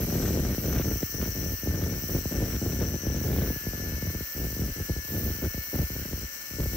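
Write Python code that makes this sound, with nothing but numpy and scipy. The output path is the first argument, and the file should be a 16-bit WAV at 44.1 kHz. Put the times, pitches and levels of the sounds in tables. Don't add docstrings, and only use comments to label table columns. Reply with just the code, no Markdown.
import sys
import numpy as np
from scipy import signal
from scipy.fft import rfft, irfft
from scipy.io import wavfile
from scipy.ndimage import uniform_filter1d, map_coordinates

SR = 44100
rng = np.random.default_rng(int(sys.argv[2]) if len(sys.argv) > 2 else 0)


def wrap_up_sound(samples):
    columns = np.atleast_2d(samples).T
    tamed = np.clip(columns, -1, 1)
    steps = np.round(tamed * 32767).astype(np.int16)
    wavfile.write(sys.argv[1], SR, steps)


N = 298116
TIME = np.arange(N) / SR
BINS = np.fft.rfftfreq(N, 1 / SR)


def undb(db):
    return 10 ** (np.asarray(db) / 20)


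def unit(x):
    return x / np.sqrt(np.mean(x ** 2))


def steady(x, size):
    return x / np.sqrt(uniform_filter1d(x ** 2, size=size))


def curve(table):
    return np.interp(TIME, *np.transpose(table))


def bands(table):
    hz, *columns = np.transpose(table)
    return [np.interp(np.log(BINS + 1), np.log(hz), column) for column in columns]


def colour(x, table):
    return unit(irfft(rfft(x) * undb(bands(table)[0]), N))


def walk(rate_hz):
    hold = int(SR / rate_hz)
    steps = np.repeat(rng.standard_normal(N // hold + 1), hold)
    return unit(uniform_filter1d(uniform_filter1d(steps, hold), hold)[:N])


def ports(left, other, table):
    alike, lead = bands(table)
    right = (alike * rfft(left) + np.sqrt(1 - alike ** 2) * rfft(other)) * np.exp(-1j * lead)
    return np.array([left, irfft(right, N)])


def band(pair, low_hz, high_hz, edge_hz=380):
    window = np.tanh((BINS - low_hz) / edge_hz) - np.tanh((BINS - high_hz) / edge_hz)
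    part = irfft(rfft(pair) * window, N)
    return part / part.mean(axis=0).std()


def grit(turns, memory, grains=320):
    fresh = rng.standard_normal((int(turns[-1]) + 2, grains))
    rim = signal.lfilter([1], [1, -memory], fresh, axis=0)
    return unit(map_coordinates(rim.ravel(), [turns * grains], order=5, mode="nearest"))


def rotor_hum(turns, gear_ratio=3.72, level_db=-64, right_db=-3):
    gain = np.sqrt(2) * undb(level_db + 1.6 * walk(12))
    tone = gain * np.sin(2 * np.pi * gear_ratio * turns + 0.44 * walk(25))
    return tone * undb([[0], [right_db]])


def motor(turns, blades=12, fan_gain_db=6.6, armature_gain_db=7, air_db=-52, right_db=-14, lag_s=0.00019):
    # time_s, level_db
    fan_levels = [(0, -63), (.3, -59), (.58, -62), (.9, -54.5), (1.8, -52.5), (2.2, -55), (2.45, -51),
                  (2.62, -57), (2.76, -53.5), (2.9, -56), (3.1, -51), (3.25, -54.5), (3.62, -48.5),
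                  (3.82, -48), (3.92, -51), (4.45, -50.5), (4.68, -54.5), (4.9, -50), (5.2, -50.5),
                  (5.62, -50.5), (6.12, -56), (6.33, -51), (6.76, -52.5)]
    # time_s, level_db
    armature_levels = [(0, -63), (.9, -65.5), (2.7, -64.5), (3.1, -67), (3.75, -60.5), (4.15, -61.5),
                       (5.25, -63.5), (5.7, -57), (6.1, -61.5), (6.76, -58.5)]
    # spindle_multiple, gain_db
    partials = [(4, -12.5), (10, -5.5), (14, -5.5), (15, 1.5), (16, -10.5), (29, -7)]
    # freq_hz, gain_db
    air_eq = [(60, -3), (300, 1.5), (560, -5.5), (800, -21), (1100, -4), (1450, 4), (2000, -0.5),
              (2500, -1.5), (2900, 3), (3200, -1.5), (3550, -25), (6000, -53)]
    # freq_hz, correlation, left_lead_rad
    air_image = [(100, 1, 0.55), (700, 1, -0.6), (1250, 1, -0.45), (1570, 0.3, -0.25), (2160, 0.94, -0.37),
                 (2880, 0.07, 0.4)]
    fan_gain = undb(curve(fan_levels) + fan_gain_db + .7 * walk(14))
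    fan = fan_gain * np.sin(2 * np.pi * blades * turns + .1 * walk(35))
    armature_db = curve(armature_levels) + armature_gain_db
    armature = sum(undb(armature_db + db + 2 * walk(10)) * np.sin(2 * np.pi * k * turns + .45 * walk(30))
                   for k, db in partials)
    whine = np.sqrt(2) * (fan + armature)
    pair = np.array([whine, undb(right_db) * np.interp(TIME - lag_s, TIME, whine)])
    air = colour(ports(grit(turns, memory=0.23), grit(turns, memory=0.35), air_image), air_eq)
    return pair + air * undb(air_db + 1.18 * walk(12)) * undb([[1.5], [-1.5]])


def gate(start_s, length_s, attack_s=.012, release_s=.022):
    rise, fall = (TIME - start_s) / attack_s, (start_s + length_s - TIME) / release_s
    return np.clip(1 + np.minimum(rise, fall), 0, 1)


def draught_level(breeze_db=-44):
    # start_s, length_s, level_db
    gusts = [(0.0, 0.049, -31.5), (0.083, 0.45, -30.5), (.585, 0.049, -38), (0.637, .18, -30.5),
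             (0.848, 0.081, -31), (1.188, 0.11, -36), (1.361, 0.18, -36), (1.67, 0.3, -33),
             (2.095, 0.098, -33), (2.32, 0.17, -32), (2.51, 0.055, -35), (2.619, .15, -34),
             (2.799, 0.056, -30), (2.881, 0.081, -35), (3.03, 0.22, -35), (3.246, 0.26, -31),
             (3.729, 0.25, -38), (4.065, 0.034, -34), (4.361, 0.098, -36), (4.592, .11, -35),
             (4.772, 0.044, -37.5), (5.111, .2, -34), (5.43, 0.039, -31), (5.74, 0.088, -31.5),
             (6.591, 0.072, -33.5), (6.711, 0.048, -38)]
    # start_s, length_s, level_db
    lulls = [(1.067, 0.061, -52), (1.548, 0.075, -52), (3.58, 0.036, -56), (4.239, .11, -67.5),
             (4.71, 0.031, -54), (4.84, .035, -54), (5.021, .03, -54), (5.479, 0.055, -57.5),
             (5.601, .11, -58), (5.842, 0.049, -53), (6.265, .24, -71.5)]
    breeze = undb(breeze_db + sum((db - breeze_db) * gate(s, length) for s, length, db in lulls))
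    swells = [undb(db) * gate(s, length) for s, length, db in gusts]
    return 20 * np.log10(np.max([breeze] + swells, axis=0))


def flurry_ticks(ticks_per_s=170, spread_db=2):
    # start_s, length_s, level_db
    flurries = [(.215, .09, -38), (.725, .1, -36), (1.223, .035, -38), (2.5, .06, -41), (2.796, .04, -38)]
    grid = [(s, db) for start, length, db in flurries
            for s in np.arange(start, start + length, 1 / ticks_per_s)]
    return [(s + rng.random() / ticks_per_s, db + spread_db * rng.standard_normal()) for s, db in grid]


def crackle(decay_s=0.0014, sharp_gain_db=1, small_db=-10, follows=1.12, right_db=-5, count=1200, size=400):
    # start_s, level_db
    sharp_ticks = [(0.149, -35), (0.451, -35), (0.547, -34), (1.029, -32), (1.215, -33.5), (2.564, -36),
                   (2.723, -33), (2.819, -35), (3.474, -35), (6.13, -38)]
    # freq_hz, gain_db
    tick_eq = [(300, -8), (700, -8), (1500, 2.5), (2400, -5.5), (3500, -9.5), (7000, -24), (10000, -60)]
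    draught_db = draught_level()
    peak_db = draught_db.max()
    starts = rng.integers(0, N, count)
    levels_db = peak_db + small_db + follows * (draught_db[starts] - peak_db)
    levels_db += 2 * rng.standard_normal(count)
    sharp = [(int(s * SR), db + sharp_gain_db) for s, db in sharp_ticks + flurry_ticks()]
    fade = np.exp(-np.arange(size) / SR / decay_s)
    bursts = np.zeros(N + size)
    for start, db in sharp + list(zip(starts, levels_db)):
        bursts[start:start + size] += undb(db) * fade * rng.standard_normal(size)
    ticks = irfft(rfft(bursts[:N]) * unit(undb(bands(tick_eq)[0])), N)
    return ticks * undb([[0], [right_db]])


def eddy(cycles, top_hz, life_s, size=2800):
    age_s = np.arange(1, size + 1) / SR
    swell = np.exp(-(cycles / age_s / top_hz) ** 2 - (age_s / life_s) ** 1.7)
    return swell * np.cos(2 * np.pi * (cycles * np.log(age_s / life_s) + rng.random()))


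def eddy_train(rows, cycles, scatter, top_hz=560):
    out = np.zeros(N + SR)
    for start_s, db, life_s in rows:
        sweep, bright = np.exp(scatter * rng.standard_normal(2))
        start = np.clip(int(start_s * SR), 0, N - 1)
        thud = undb(db) * eddy(cycles * sweep, top_hz * bright, life_s)
        out[start:start + len(thud)] += thud
    return out[:N]


def eddy_stream(draught_db, dense_db=-30, gain_db=3.6, typical_life_s=0.021, slots=1650):
    life_s = typical_life_s * unit(uniform_filter1d(undb(draught_db), size=40000)) ** -0.22
    places = ((np.arange(slots) + rng.random(slots)) * (N - 1) / slots).astype(int)
    here_db = draught_db[np.minimum(places + 350, N - 1)]
    density = np.clip(undb(.85 * (here_db - dense_db)), .05, 1)
    levels_db = here_db + gain_db - 10 * np.log10(density) + 2.7 * rng.standard_normal(slots)
    arrives = np.diff(np.floor(np.cumsum(density)), prepend=0) > 0
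    starts_s = places / SR + .003 * rng.standard_normal(slots)
    rows = zip(starts_s[arrives], levels_db[arrives], life_s[places[arrives]])
    return eddy_train(rows, cycles=1.464, scatter=.14)


def draught(flutter_db=-56, rumble_db=-53, rumble_follows=0.43):
    # start_s, level_db, life_s
    thuds = [(0.001, -20.5, 0.013), (0.124, -17, 0.014), (.152, -16.5, 0.015), (0.237, -18.5, 0.016),
             (0.371, -16, 0.013), (.545, -20, 0.0078), (0.579, -17.5, 0.014), (.652, -25, .012),
             (0.68, -16.5, .014), (.806, -21, .014), (.854, -27, 0.013), (0.91, -18, 0.014),
             (.955, -23, 0.019), (1.027, -14, 0.0124), (1.141, -25.5, 0.022), (1.196, -22.5, 0.012),
             (1.226, -16.5, 0.012), (1.274, -22, 0.0141), (1.461, -23.5, 0.02), (1.631, -25, 0.023),
             (2.034, -26, .021), (2.146, -20, .021), (2.254, -17.5, 0.018), (2.422, -18.5, 0.021),
             (2.66, -17.5, .015), (2.817, -18, .013), (2.94, -20, .018), (3.066, -19, 0.02),
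             (3.384, -19, .016), (3.558, -25.5, 0.02), (3.666, -19.5, 0.021), (4.022, -22.5, .023),
             (4.146, -24.5, 0.025), (4.205, -23.5, .024), (4.563, -26.5, 0.023), (4.8, -25.5, .023),
             (4.893, -19.5, 0.025), (4.9, -23, 0.02), (4.962, -26, 0.02211), (5.437, -22.5, .022),
             (5.542, -26, 0.021), (5.576, -24.5, .018), (5.9, -24.5, .024), (5.954, -29.5, 0.025),
             (6.053, -28, 0.024), (6.13, -22.5, 0.02), (6.229, -30.5, 0.023), (6.599, -20.5, 0.02)]
    # freq_hz, left_db, right_db, left_lead_rad
    wind_image = [(25.2, -1.5, -3, 0.13), (59.4, 5, 4.5, 0.2), (131.5, -2, -2, 0.24), (324, 0, -0.5, 0.33),
                  (592, 3.5, -1.5, 0.52), (890, 3.5, -14.5, 1), (1430, 1.5, -2, 1)]
    flutter_eq = [(300, -7), (700, 5.5), (1050, -4.5), (1500, 4), (2600, -5.5), (4000, -3.5), (7000, -42)]
    rumble_eq = [(25, 3), (60, 29), (130, 4), (300, 2), (1000, -68)]
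    draught_db = draught_level()
    eddies = eddy_train(thuds, cycles=1.396, scatter=0.093) + eddy_stream(draught_db)
    flutter = colour(rng.standard_normal(N), flutter_eq) * undb(flutter_db)
    rumble = colour(rng.standard_normal(N), rumble_eq)
    rumble *= undb(rumble_db + rumble_follows * (draught_db - draught_db.mean()))
    force = np.abs(uniform_filter1d(np.abs(eddies), size=200))
    lasting_db = uniform_filter1d(draught_db, size=12000)
    flutter *= unit(force ** .5 * undb(.7 * lasting_db + 3 * walk(330)))
    wind = signal.sosfilt(signal.butter(2, 32, "high", fs=SR, output="sos"), eddies + flutter + rumble)
    left_db, right_db, lead = bands(wind_image)
    return irfft(rfft(wind) * np.array([undb(left_db), undb(right_db) * np.exp(-1j * lead)]), N)


def contact(turns, once_db, twice_db, chatter_db):
    angle = 2 * np.pi * turns
    runout = once_db * np.cos(angle + 0.52 * walk(2.54))
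    oval = twice_db * np.cos(2 * angle + 0.081 * walk(3.4))
    depth = 0.5 + 0.046 * walk(3.1)
    return unit(undb((runout + oval) * depth + chatter_db * walk(260) + 0.46 * walk(40)))


def response(at_hz, modes):
    return np.sqrt(sum(undb(db) ** 2 / (1 + ((at_hz - hz) / (width / 2)) ** 2) ** 2
                       for hz, width, db in modes))


def resonate(x, modes):
    return steady(irfft(rfft(x) * response(BINS, modes), N), size=6000)


def screech(turns, scrape, modes, multiples, waver_db=4):
    speed_hz = np.gradient(turns) * SR
    whistle = sum(response(k * speed_hz, modes) * undb(waver_db * walk(9))
                  * np.sin(2 * np.pi * k * turns + .3 * walk(50)) for k in multiples)
    return steady(resonate(scrape, modes) + steady(whistle, size=1200), size=2400)


def ringing(turns, left_db=6.5, right_db=-13, upper_gain_db=-4.5):
    # time_s, level_db
    ring_levels = [(0, -47), (.17, -44), (.58, -46.5), (.85, -44), (1.2, -44.5), (1.38, -43.5),
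                   (1.62, -46.5), (2.2, -45.5), (2.62, -46), (2.75, -44.5), (2.95, -45.5), (3.1, -44.5),
                   (3.35, -48.5), (3.75, -47), (4.3, -48), (6.76, -47.5)]
    # pitch_hz, width_hz, gain_db
    broad_modes = [(4150, 340, -7.5), (4900, 530, -9.5), (5330, 490, -4.5), (5755, 550, 1),
                   (6230, 420, -5.5), (6830, 710, -7.5), (7550, 540, -9), (8210, 400, -8)]
    # time_s, power_share
    locking = [(0, .45), (.55, .38), (.8, .58), (1.4, .6), (2.1, .46), (2.6, .55), (3.1, .85), (3.3, .3),
               (3.8, .4), (4.3, .22), (6.76, .2)]
    # pitch_hz, width_hz, gain_db
    squeal_modes = [(5778, 120, 0), (5960, 280, -4.5), (6350, 150, -9.5)]
    # pitch_hz, width_hz, gain_db
    upper_modes = [(7650, 230, 0)]
    # time_s, level_db
    upper_levels = [(0, -61), (.22, -49), (.75, -63), (1, -53), (1.2, -65), (1.35, -54), (1.7, -67),
                    (2.15, -53.5), (3, -54.5), (4.03, -70), (4.4, -56), (5.5, -62), (6.6, -54.5)]
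    pressure = contact(turns, once_db=1, twice_db=7, chatter_db=1)
    hard_scrape = grit(turns, memory=.93) * pressure
    squeal = screech(turns, hard_scrape, squeal_modes, multiples=range(38, 43))
    squeal *= unit(undb(2 * walk(220)))
    upper = screech(turns, hard_scrape, upper_modes, multiples=range(51, 54))
    upper *= undb(curve(upper_levels) + upper_gain_db)
    rasp = np.array([resonate(grit(turns, memory=0.22) * pressure, broad_modes) for _ in range(2)])
    locked = curve(locking)
    ring = (np.sqrt(locked) * squeal + np.sqrt(1 - locked) * rasp) * undb(curve(ring_levels))
    return (ring + upper) * undb([[left_db], [right_db]])


def guard_echo(pair, rocking_db, gain=0.27):
    lag_s = 0.0015 * (5.5 - 0.0019 * rocking_db + 0.0065 * walk(2.6))
    return pair + gain * np.array([map_coordinates(port, [(TIME - lag_s) * SR], order=5) for port in pair])


def vise_echo(pair, turns, gap_s=.00105, gain=0.13, lean_s_per_hz=1.1e-5):
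    speed_hz = np.gradient(turns) * SR
    lag_s = gap_s + lean_s_per_hz * (speed_hz.mean() - speed_hz) + 1.2e-5 * walk(3)
    return pair + gain * np.array([map_coordinates(port, [(TIME - lag_s) * SR], order=5) for port in pair])


def cutting_hiss(turns, cut_hz=10950, sizzle_hz=13650, sheen_hz=15050, top_hz=16300, low_db=-33.5):
    # time_s, level_db
    cut_levels = [(0.0, -42.5), (0.24, -43), (0.43, -45), (0.66, -44), (0.8, -48.5), (1.84, -47.5),
                  (2.14, -45.5), (3.15, -49.5), (3.27, -47), (4.16, -48), (4.48, -46), (4.98, -48),
                  (5.14, -43.5), (5.57, -50.5), (5.78, -45.5), (6.4, -50.5), (6.76, -44.5)]
    # time_s, level_db
    sizzle_levels = [(0.0, -48), (0.28, -44), (.38, -50.5), (0.52, -50), (0.64, -42.5), (1.53, -43),
                     (1.88, -47), (2.13, -42), (2.45, -51), (2.73, -47.5), (3.15, -50), (3.22, -45.5),
                     (3.37, -44), (3.92, -47), (4.03, -45), (4.44, -41), (4.69, -51), (4.97, -53),
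                     (5.12, -42.5), (5.55, -44), (5.76, -42.5), (6.27, -52), (6.55, -51), (6.65, -44),
                     (6.76, -47)]
    # time_s, level_db
    sheen_levels = [(0.0, -47), (0.21, -54.5), (1.02, -46), (1.58, -51), (1.81, -57), (2.13, -45),
                    (2.26, -51), (2.5, -47.5), (3.0, -54), (3.22, -48), (3.52, -47), (3.76, -62),
                    (4.39, -50), (5.01, -52), (5.21, -45.5), (5.55, -52), (5.78, -48), (6.3, -52),
                    (6.76, -48)]
    # freq_hz, gain_db
    hiss_eq = [(2500, -15), (7000, -13), (9200, -13), (9750, -10), (10300, -13), (11200, -9), (11800, -4),
               (12300, -1.5), (13350, -3.5), (13900, -2), (14250, -2.5), (14750, 1), (15200, -.5),
               (15600, 1.5)]
    # freq_hz, correlation, left_lead_rad
    hiss_image = [(2630, 0, 1.12), (3600, 1, 3), (5180, 0.47, 0.19), (7600, 1, 4), (10270, 1, 3.14),
                  (13400, 0.8, 1.16), (15900, 0.8, 0.79)]
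    cut_db, sizzle_db, sheen_db = curve(cut_levels), curve(sizzle_levels), curve(sheen_levels)
    grains = unit(grit(turns, memory=.2) + .55 * grit(turns, memory=.96))
    scrape = ports(grains, grit(turns, memory=0.34), hiss_image)
    scrape = vise_echo(guard_echo(scrape, rocking_db=sizzle_db - cut_db), turns)
    hiss = colour(scrape * contact(turns, once_db=1.5, twice_db=-4, chatter_db=0.9), hiss_eq)
    bright = (band(hiss, cut_hz, sizzle_hz) * undb(cut_db - 0.5)
              + band(hiss, sizzle_hz, sheen_hz) * undb(sizzle_db - 0.2)
              + band(hiss, sheen_hz, top_hz) * undb(sheen_db + 4.3))
    low = irfft(rfft(hiss) / (1 + (BINS / 10500) ** 16), N)
    return bright + low * undb(low_db + 0.47 * (cut_db - cut_db.mean()))


def scene():
    # time_s, speed_hz
    spindle_speed = [(0, 153.2), (.45, 150), (.72, 149), (.83, 148), (1.33, 147.4), (1.62, 148.05),
                     (1.95, 147.6), (2.32, 148), (2.55, 146.9), (2.92, 144.6), (3.15, 144.45),
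                     (3.32, 143.6), (3.56, 143.55), (4.1, 146.2), (4.48, 146.8), (4.92, 144.35),
                     (5.3, 146.1), (5.52, 146.3), (5.8, 147.25), (6.1, 147.65), (6.3, 146.8),
                     (6.76, 146.65)]
    turns = np.cumsum(curve(spindle_speed)) / SR
    grinder = cutting_hiss(turns) + ringing(turns) + motor(turns) + rotor_hum(turns)
    return grinder + draught() + crackle()


def record(dry, top_hz=15730):
    return signal.sosfilt(signal.ellip(16, .2, 80, top_hz, fs=SR, output="sos"), dry)


dry = scene()
out = record(dry)
wrap_up_sound(out)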